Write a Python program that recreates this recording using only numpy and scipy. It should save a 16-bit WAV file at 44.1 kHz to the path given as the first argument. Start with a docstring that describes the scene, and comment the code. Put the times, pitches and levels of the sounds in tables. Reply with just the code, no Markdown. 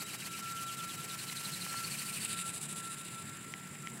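"""Wind-up toy bird over a field.

A toy bird with foil wings is revved up in the hand, thrown at about 1.9 s and flies off. Each wingbeat
is a rasp of gears and foil, a whine that sags under load, a ring of the body and a snap of the wings;
in flight the linkage squeaks. Close by: dull knocks of the frame and sharp plastic clicks.
Behind it: a cicada, a thin insect note, a far-off tone, a distant engine and open air."""
import sys
import numpy as np
from scipy import signal
from scipy.fft import rfft, irfft
from scipy.io import wavfile
from scipy.ndimage import uniform_filter1d

SR = 44100
rng = np.random.default_rng(int(sys.argv[2]) if len(sys.argv) > 2 else 0)


def unload_wav(signal):
    """Save mono or channel-first audio to the path in sys.argv[1] as 16-bit WAV at rate SR, clipped to [-1, 1]."""
    wavfile.write(
        sys.argv[1],
        SR,
        np.round(np.clip(np.atleast_2d(signal).T, -1, 1) * 32767).astype(np.int16),
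    )


N = 176400
T = np.arange(N) / SR


def amp(db):
    """Decibels to gain."""
    return 10 ** (np.asarray(db) / 20)


def unit(x):
    """Scales to rms 1."""
    return x / np.sqrt(np.mean(x ** 2) + 1e-20)


def curve(rows, column=1):
    """One column of a time table at every sample."""
    rows = np.array(rows)
    return np.interp(T, rows[:, 0], rows[:, column])


def colour(x, spectrum):
    """Filters by rows of frequency in Hz and gain in dB; rms 1."""
    hz, db = np.transpose(spectrum)
    bins_hz = np.fft.rfftfreq(N, 1 / SR)
    gain = amp(np.interp(np.log(bins_hz + 1), np.log(hz), db))
    return unit(irfft(rfft(x) * gain, N))


def drift(hz):
    """Smooth random motion up to about hz; rms 1."""
    lowpass = np.exp(-.5 * (np.fft.rfftfreq(N, 1 / SR) / hz) ** 2)
    return unit(irfft(rfft(rng.standard_normal(N)) * lowpass, N))


def resonance(hz, width_hz):
    """Narrow noise band at hz; rms 1."""
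    carrier = np.exp(2j * np.pi * np.cumsum(np.full(N, hz)) / SR)
    envelope = drift(width_hz / 2) + 1j * drift(width_hz / 2)
    return unit((envelope * carrier).real)


def burst(phase, at, span):
    """One bell-shaped swell per cycle; at and span in cycles."""
    offset = (phase - at + .5) % 1 - .5
    return np.exp(-.5 * (offset / span) ** 2)


def crackle(grains_per_s=3000, spread_db=3.5, grain_share=.52):
    """Dense tiny impacts of uneven size over a smooth hiss."""
    size = amp(spread_db * np.minimum(rng.exponential(1, N), 4))
    grains = size * rng.choice([-1, 1], N) * (rng.random(N) < grains_per_s / SR)
    return np.sqrt(grain_share) * unit(grains) + np.sqrt(1 - grain_share) * rng.standard_normal(N)


def rough_tone(hz, jitter_hz, flutter_hz=453, flutter_db=3.5):
    """Tone with fast flutter in pitch and level; rms 1."""
    turns = np.cumsum(hz + jitter_hz * drift(flutter_hz)) / SR
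    return unit(amp(flutter_db * drift(flutter_hz)) * np.sin(2 * np.pi * turns))


def rasp(beat, turn_start_s=2.05, turn_s=.35, spread_db=.57):
    """Gears and foil crackle with each stroke; the colour changes as the toy turns its tail."""
    # Gear rasp and foil rustle. Each row: time in seconds, level in dB before stroke shaping.
    gear_level = [(0, -44.5), (.55, -45), (1.1, -45), (1.35, -44), (1.85, -43), (2.1, -42.5), (2.33, -40),
                  (2.45, -45.5), (2.58, -47), (2.95, -48.5), (3.25, -53.5), (3.5, -59), (4, -62.5)]
    foil_level = [(0, -45), (.55, -46), (1.1, -45.5), (1.35, -44), (1.8, -44), (2.1, -39.5), (2.33, -39),
                  (2.47, -39.5), (2.58, -40.5), (2.8, -41), (3.05, -46), (3.35, -52), (3.6, -55),
                  (4, -51.5)]
    # Their spectra in the hand and in flight. Each row: frequency in Hz, relative level in dB.
    gear_held = [(200, -19), (900, -14.5), (1500, 0), (2000, -1.5), (2450, 2), (3000, 3.5), (3400, -4),
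                 (4200, 1), (5000, -1), (6500, -2), (9000, -8), (16000, -14)]
    gear_flying = [(200, -7), (900, -10), (1500, -3), (2250, -4), (2620, 7.5), (3250, -1), (3800, 8),
                   (4450, -2.5), (4950, 1), (5700, -20), (9000, -7), (16000, -15)]
    foil_held = [(3000, -14), (6000, -21), (7300, 0), (8800, 3), (9800, -1.5), (11300, -1), (12500, -7),
                 (14000, -11), (16000, -11.5)]
    foil_flying = [(3000, -25.5), (6600, -13), (7250, -4), (7900, -0.5), (9500, -3), (10800, -7.5),
                   (12000, -15.5), (13700, -26), (16000, -24)]
    # Stroke shape. Each row: phase in beats, held and flying gain in dB before depth scaling.
    stroke_shape = [(0, -10.5, -9), (.1, -5, -8), (.2, -3.5, -2.5), (.35, -4, -2.5), (.5, -4.5, -1),
                    (.62, -2, -3), (.76, -4, -2), (.83, -4.5, -6), (.91, -6.5, -7)]
    # Depth of that shape. Each row: time in seconds, factor on its dB.
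    stroke_depth = [(0, 1.2), (1.05, 0.83), (1.3, 0.77), (1.8, .5), (2.05, 0.87), (2.4, 1.03), (2.7, 1.43),
                    (3.2, 0.67)]
    # Brief dip as the wings reverse. Each row: time in seconds, gain in dB.
    reversal_dip = [(0, -4), (1, -6), (1.3, -1), (2.1, 0), (2.35, -6), (3.1, -6), (3.4, -2)]
    away = np.clip((T - turn_start_s) / turn_s, 0, 1)
    phase, held_db, flying_db = np.transpose(stroke_shape)
    stroke_db = (1 - away) * np.interp(beat, phase, held_db, period=1)
    stroke_db += away * np.interp(beat, phase, flying_db, period=1)
    dip_db = curve(reversal_dip) * burst(beat, at=.96, span=.034)
    stroke = amp(curve(stroke_depth) * stroke_db + dip_db + spread_db * drift(20))
    sound = np.zeros(N)
    for level, held, flying in (gear_level, gear_held, gear_flying), (foil_level, foil_held, foil_flying):
        grains = crackle()
        coloured = (1 - away) * colour(grains, held) + away * colour(grains, flying)
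        sound += amp(curve(level)) * stroke * coloured
    return sound


def body_rings(beat):
    """Two body resonances ring on the return stroke."""
    # Ring strength. Each row: time in seconds, high ring level in dB, low ring level in dB.
    levels = [(0, -40.5, -59), (.26, -44, -53), (.55, -54, -62), (1.3, -61, -65), (1.8, -50, -50.5),
              (2.2, -61, -42.5), (2.5, -68, -57), (3.2, -76, -80)]
    # Resonances. Each row: phase in beats, span in beats, frequency in Hz, width in Hz.
    rings = [(.66, 0.024, 4390, 260), (.74, 0.13, 2450, 560)]
    return sum(amp(curve(levels, column)) * burst(beat, at, span) * resonance(hz, width_hz)
               for column, (at, span, hz, width_hz) in enumerate(rings, start=1))


def gear_whine(beat, at=.35, wander_hz=45, spread_db=1.2):
    """The gear mesh whines once a beat, sagging under load; it steadies once the toy is let go."""
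    # Mesh tone. Each row: time in seconds, pitch in Hz, level in dB, sag in Hz per beat (negative rises).
    mesh = [(.1, 2720, -47.5, 2300), (.46, 2680, -48, 2300), (.6, 3080, -46.5, 2300), (.8, 3220, -48, 2500),
            (1.0, 3600, -51.5, 2300), (1.11, 3780, -50.5, 2100), (1.21, 4080, -46.5, 1700),
            (1.4, 4130, -42.5, 1500), (1.68, 4200, -43, 1200), (1.86, 4430, -42.5, 200),
            (2.07, 4500, -46, -300), (2.33, 4520, -49, -500), (2.43, 4450, -59, -500), (3, 4450, -78, -500)]
    # Roughness. Each row: time in seconds, rms pitch jitter in Hz.
    jitter = [(0, 185), (1.1, 210), (1.4, 165), (1.75, 160), (1.9, 100)]
    # Octave. Each row: time in seconds, level in dB relative to the mesh tone.
    octave_level = [(0, -9), (.45, -10), (.65, -14), (1.2, -8), (1.9, -5), (2.3, 1)]
    sag_hz = curve(mesh, column=3) * (beat - at)
    mesh_hz = curve(mesh) - sag_hz + wander_hz * drift(19.9)
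    jitter_hz = curve(jitter)
    tone = rough_tone(mesh_hz, jitter_hz)
    tone += amp(curve(octave_level)) * rough_tone(2 * mesh_hz, 2 * jitter_hz)
    level_db = curve(mesh, column=2) + spread_db * drift(8.5)
    return tone * amp(level_db) * burst(beat, at, span=.115)


def wing_snap(beat):
    """The wings snap once a beat: a short broadband crackle."""
    # Snap strength. Each row: time in seconds, level in dB.
    level = [(0, -42.5), (.25, -42), (.55, -46.5), (1.2, -44.5), (2, -46.5), (2.4, -61), (2.8, -50),
             (3.5, -54)]
    # Snap spectrum. Each row: frequency in Hz, relative level in dB.
    spectrum = [(150, -18), (500, -10.5), (1000, -5), (2400, -3), (3500, -9), (6000, -5), (9000, -7),
                (12000, -6), (16000, -17.5)]
    return amp(curve(level)) * burst(beat, at=.766, span=.062) * colour(crackle(), spectrum)


def bird(start_phase=.56):
    """The crank angle drives rasp, rings, whine and snap."""
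    # Crank speed. Each row: time in seconds, wingbeats per second.
    flap_rate = [(0, 8.13), (.45, 8.12), (.85, 9.84), (1.1, 9.98), (1.35, 12.07), (1.6, 12.36),
                 (1.8, 13.64), (2.12, 13.44), (2.25, 12.07), (2.5, 12.35), (2.68, 13.54), (3.05, 14.59),
                 (3.4, 13.21)]
    beat = (start_phase + np.cumsum(curve(flap_rate)) / SR) % 1
    return rasp(beat) + body_rings(beat) + gear_whine(beat) + wing_snap(beat)


def cicada(rate_hz=52.97, waver_hz=.06, top_hz=8580, fall_hz=1656):
    """A cicada's fast train of falling chirps."""
    # Song strength. Each row: time in seconds, level in dB.
    level = [(0, -62), (2, -59), (2.7, -57), (3.2, -57), (3.5, -56.5), (4, -56)]
    cycle = np.cumsum(rate_hz + waver_hz * drift(3)) / SR % 1
    tone = rough_tone(top_hz - fall_hz * cycle, jitter_hz=114.2)
    return amp(curve(level)) * unit(burst(cycle, at=.63, span=.21) * tone)


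def insect_note(hz=3863, width_hz=85, octave_db=.5, flicker_db=4, flicker_hz=14):
    """Another insect's thin flickering note with its octave."""
    # Note strength. Each row: time in seconds, level in dB.
    level = [(0, -55), (.4, -59), (1.2, -59), (2, -76), (3.3, -83)]
    note = resonance(hz, width_hz) + amp(octave_db) * resonance(2 * hz, 2 * width_hz)
    return amp(curve(level)) * unit(note * amp(flicker_db * drift(flicker_hz)))


def far_tone(hz=1353, waver_hz=4, gain_db=1):
    """A thin far-off tone of near-steady pitch swells and fades."""
    # Swells. Each row: time in seconds, level in dB before gain_db.
    level = [(0.0, -50), (0.2, -67), (0.26, -55), (0.36, -47.5), (0.39, -62), (0.43, -45.5), (0.71, -44.5),
             (0.76, -54), (0.79, -45), (0.9, -48), (0.95, -68), (0.99, -44.5), (1.04, -57), (1.15, -47),
             (1.2, -68), (1.24, -55.5), (1.51, -52.5), (1.6, -59.5), (1.75, -44.5), (1.84, -46),
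             (1.87, -58), (1.97, -63), (2.02, -54.5), (2.14, -52.5), (2.18, -66), (2.36, -46.5),
             (2.41, -51.5), (2.45, -44.5), (2.52, -55.5), (2.67, -63.5), (2.72, -54), (2.9, -47),
             (2.95, -58), (3.03, -53), (3.06, -63), (3.19, -47.5), (3.25, -63), (3.29, -52.5),
             (3.42, -61.5), (3.45, -55), (3.82, -62), (3.85, -47.5), (3.98, -70), (4.0, -48)]
    turns = np.cumsum(hz + waver_hz * drift(22)) / SR
    return amp(curve(level) + gain_db) * unit(np.sin(2 * np.pi * turns))


def far_engine(waver_db=2.95, waver_rad=.28):
    """Three wavering low orders of a distant engine."""
    # Engine run. Each row: time in seconds, cycle rate in Hz, gain in dB.
    run = [(0, 34.5, -4), (1, 35.56, -4.5), (2, 35.98, 1.5), (3, 35.99, -2), (4, 37.42, 1)]
    # Orders. Each row: multiple of the cycle rate, level in dB before that gain.
    orders = [(4, -60), (5, -58.5), (6, -61)]
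    turns = np.cumsum(curve(run)) / SR
    hum = np.zeros(N)
    for order, db in orders:
        waver = amp(waver_db * drift(4.7))
        hum += amp(db) * unit(waver * np.sin(2 * np.pi * order * turns + waver_rad * drift(2.1)))
    return amp(curve(run, column=2)) * hum


def air(level_db=-50, patch_db=1.5, rumble_below_hz=400):
    """Distant rumble and soft hiss with faint drifting patches."""
    # Open-air spectrum. Each row: frequency in Hz, relative level in dB.
    spectrum = [(20, -36), (55, -24), (80, -14.5), (115, -2.5), (150, 2), (200, -2.5), (260, -7.5),
                (370, -8.5), (520, -16.5), (1000, -17.5), (1700, -13.5), (2100, -14), (2600, -15.5),
                (3300, -21.5), (3800, -25), (4400, -27), (5000, -23.5), (5700, -31), (6500, -31),
                (7500, -16.5), (8400, -44), (9500, -25), (12000, -31), (16000, -30)]
    # Slight swell of the rumble. Each row: time in seconds, gain in dB at the lowest frequencies.
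    rumble_swell = [(0, 0), (1.5, 0.5), (2.2, -0.5), (3, 0.5), (4, 0.5)]
    hz, t, bins = signal.stft(rng.standard_normal(N), SR, nperseg=1024, noverlap=768)
    patches = uniform_filter1d(rng.standard_normal(bins.shape), size=12, axis=0)
    patches = unit(uniform_filter1d(patches, size=12, axis=1))
    low_band = np.exp(-(hz / rumble_below_hz) ** 2)
    swell_db = np.outer(low_band, np.interp(t, *np.transpose(rumble_swell)))
    _, noise = signal.istft(bins * amp(patch_db * patches + swell_db), nperseg=1024, noverlap=768)
    return amp(level_db) * colour(noise[:N], spectrum)


def taps(events, modes, rebound_s=.00096, rebound_db=-16):
    """Each tap rings the modes of a plastic part and rebounds once."""
    t = np.arange(2048) / SR
    ring = sum((-1) ** k * amp(db - 60 * t / t60_s) * np.sin(2 * np.pi * hz * t)
               for k, (hz, db, t60_s) in enumerate(modes))
    hits = np.zeros(N)
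    for start_s, db in events:
        hits[round(start_s * SR)] += amp(db)
        hits[round((start_s + rebound_s) * SR)] += amp(db + rebound_db)
    return signal.oaconvolve(hits, ring / abs(ring).max())[:N]


def frame_knocks():
    """The frame knocks dully in the hand."""
    # Knocks. Each row: start in seconds, peak in dB.
    events = [(1.1564, -42), (1.6646, -34), (1.7424, -31)]
    # Frame modes. Each row: frequency in Hz, relative level in dB, T60 in seconds.
    modes = [(586, -7, .02), (834, 3, 0.011), (1166, 8, 0.0075), (1780, 6.5, 0.013)]
    return taps(events, modes)


def plastic_clicks():
    """Sharp clicks close by: high, quickly damped modes of plastic."""
    # Clicks. Each row: start in seconds, peak in dB.
    events = [(1.2984, -32), (1.3278, -35), (2.018, -33), (2.390, -34), (3.5384, -27), (3.7545, -40),
              (3.8722, -27.5)]
    # Plastic modes. Each row: frequency in Hz, relative level in dB, T60 in seconds.
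    modes = [(1990, 4.5, 0.0059), (2500, 3.5, 0.0051), (3100, -2, 0.0076), (6100, -6, 0.0034),
             (7350, -25, 0.0026)]
    return taps(events, modes)


def linkage_squeaks(hz=8650, fall_hz_per_s=460000, peak_s=.001, width_s=.001, gain_db=-9):
    """The linkage slips in flight: very short, steeply falling squeaks."""
    # Slips. Each row: time in seconds, level in dB before gain_db.
    slips = [(2.0208, -32), (2.0964, -26), (2.1724, -32), (2.249, -23), (2.3301, -22), (2.4126, -22.5),
             (2.4932, -24), (2.6534, -34), (2.7262, -31), (2.9444, -35), (3.0154, -39), (3.0834, -35)]
    times_s, levels_db = np.transpose(slips)
    nearest = abs(T[:, None] - times_s).argmin(axis=1)
    from_peak_s = T - times_s[nearest] - peak_s
    envelope = np.exp(-.5 * (from_peak_s / width_s) ** 2)
    tone = rough_tone(hz - fall_hz_per_s * from_peak_s, jitter_hz=251)
    return amp(levels_db[nearest] + gain_db) * envelope * tone


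def scene():
    """The toy in front of the field; mono."""
    near = bird() + frame_knocks() + plastic_clicks() + linkage_squeaks()
    field = cicada() + insect_note() + far_tone() + far_engine() + air()
    return (near + field)[None]


def record(dry):
    """Steep low-pass band limit."""
    edge_hz = 15800
    lowpass = signal.firwin(511, edge_hz, window=("kaiser", 9), fs=SR)
    return signal.oaconvolve(dry, lowpass[None], "same")


dry = scene()
out = record(dry)
unload_wav(out)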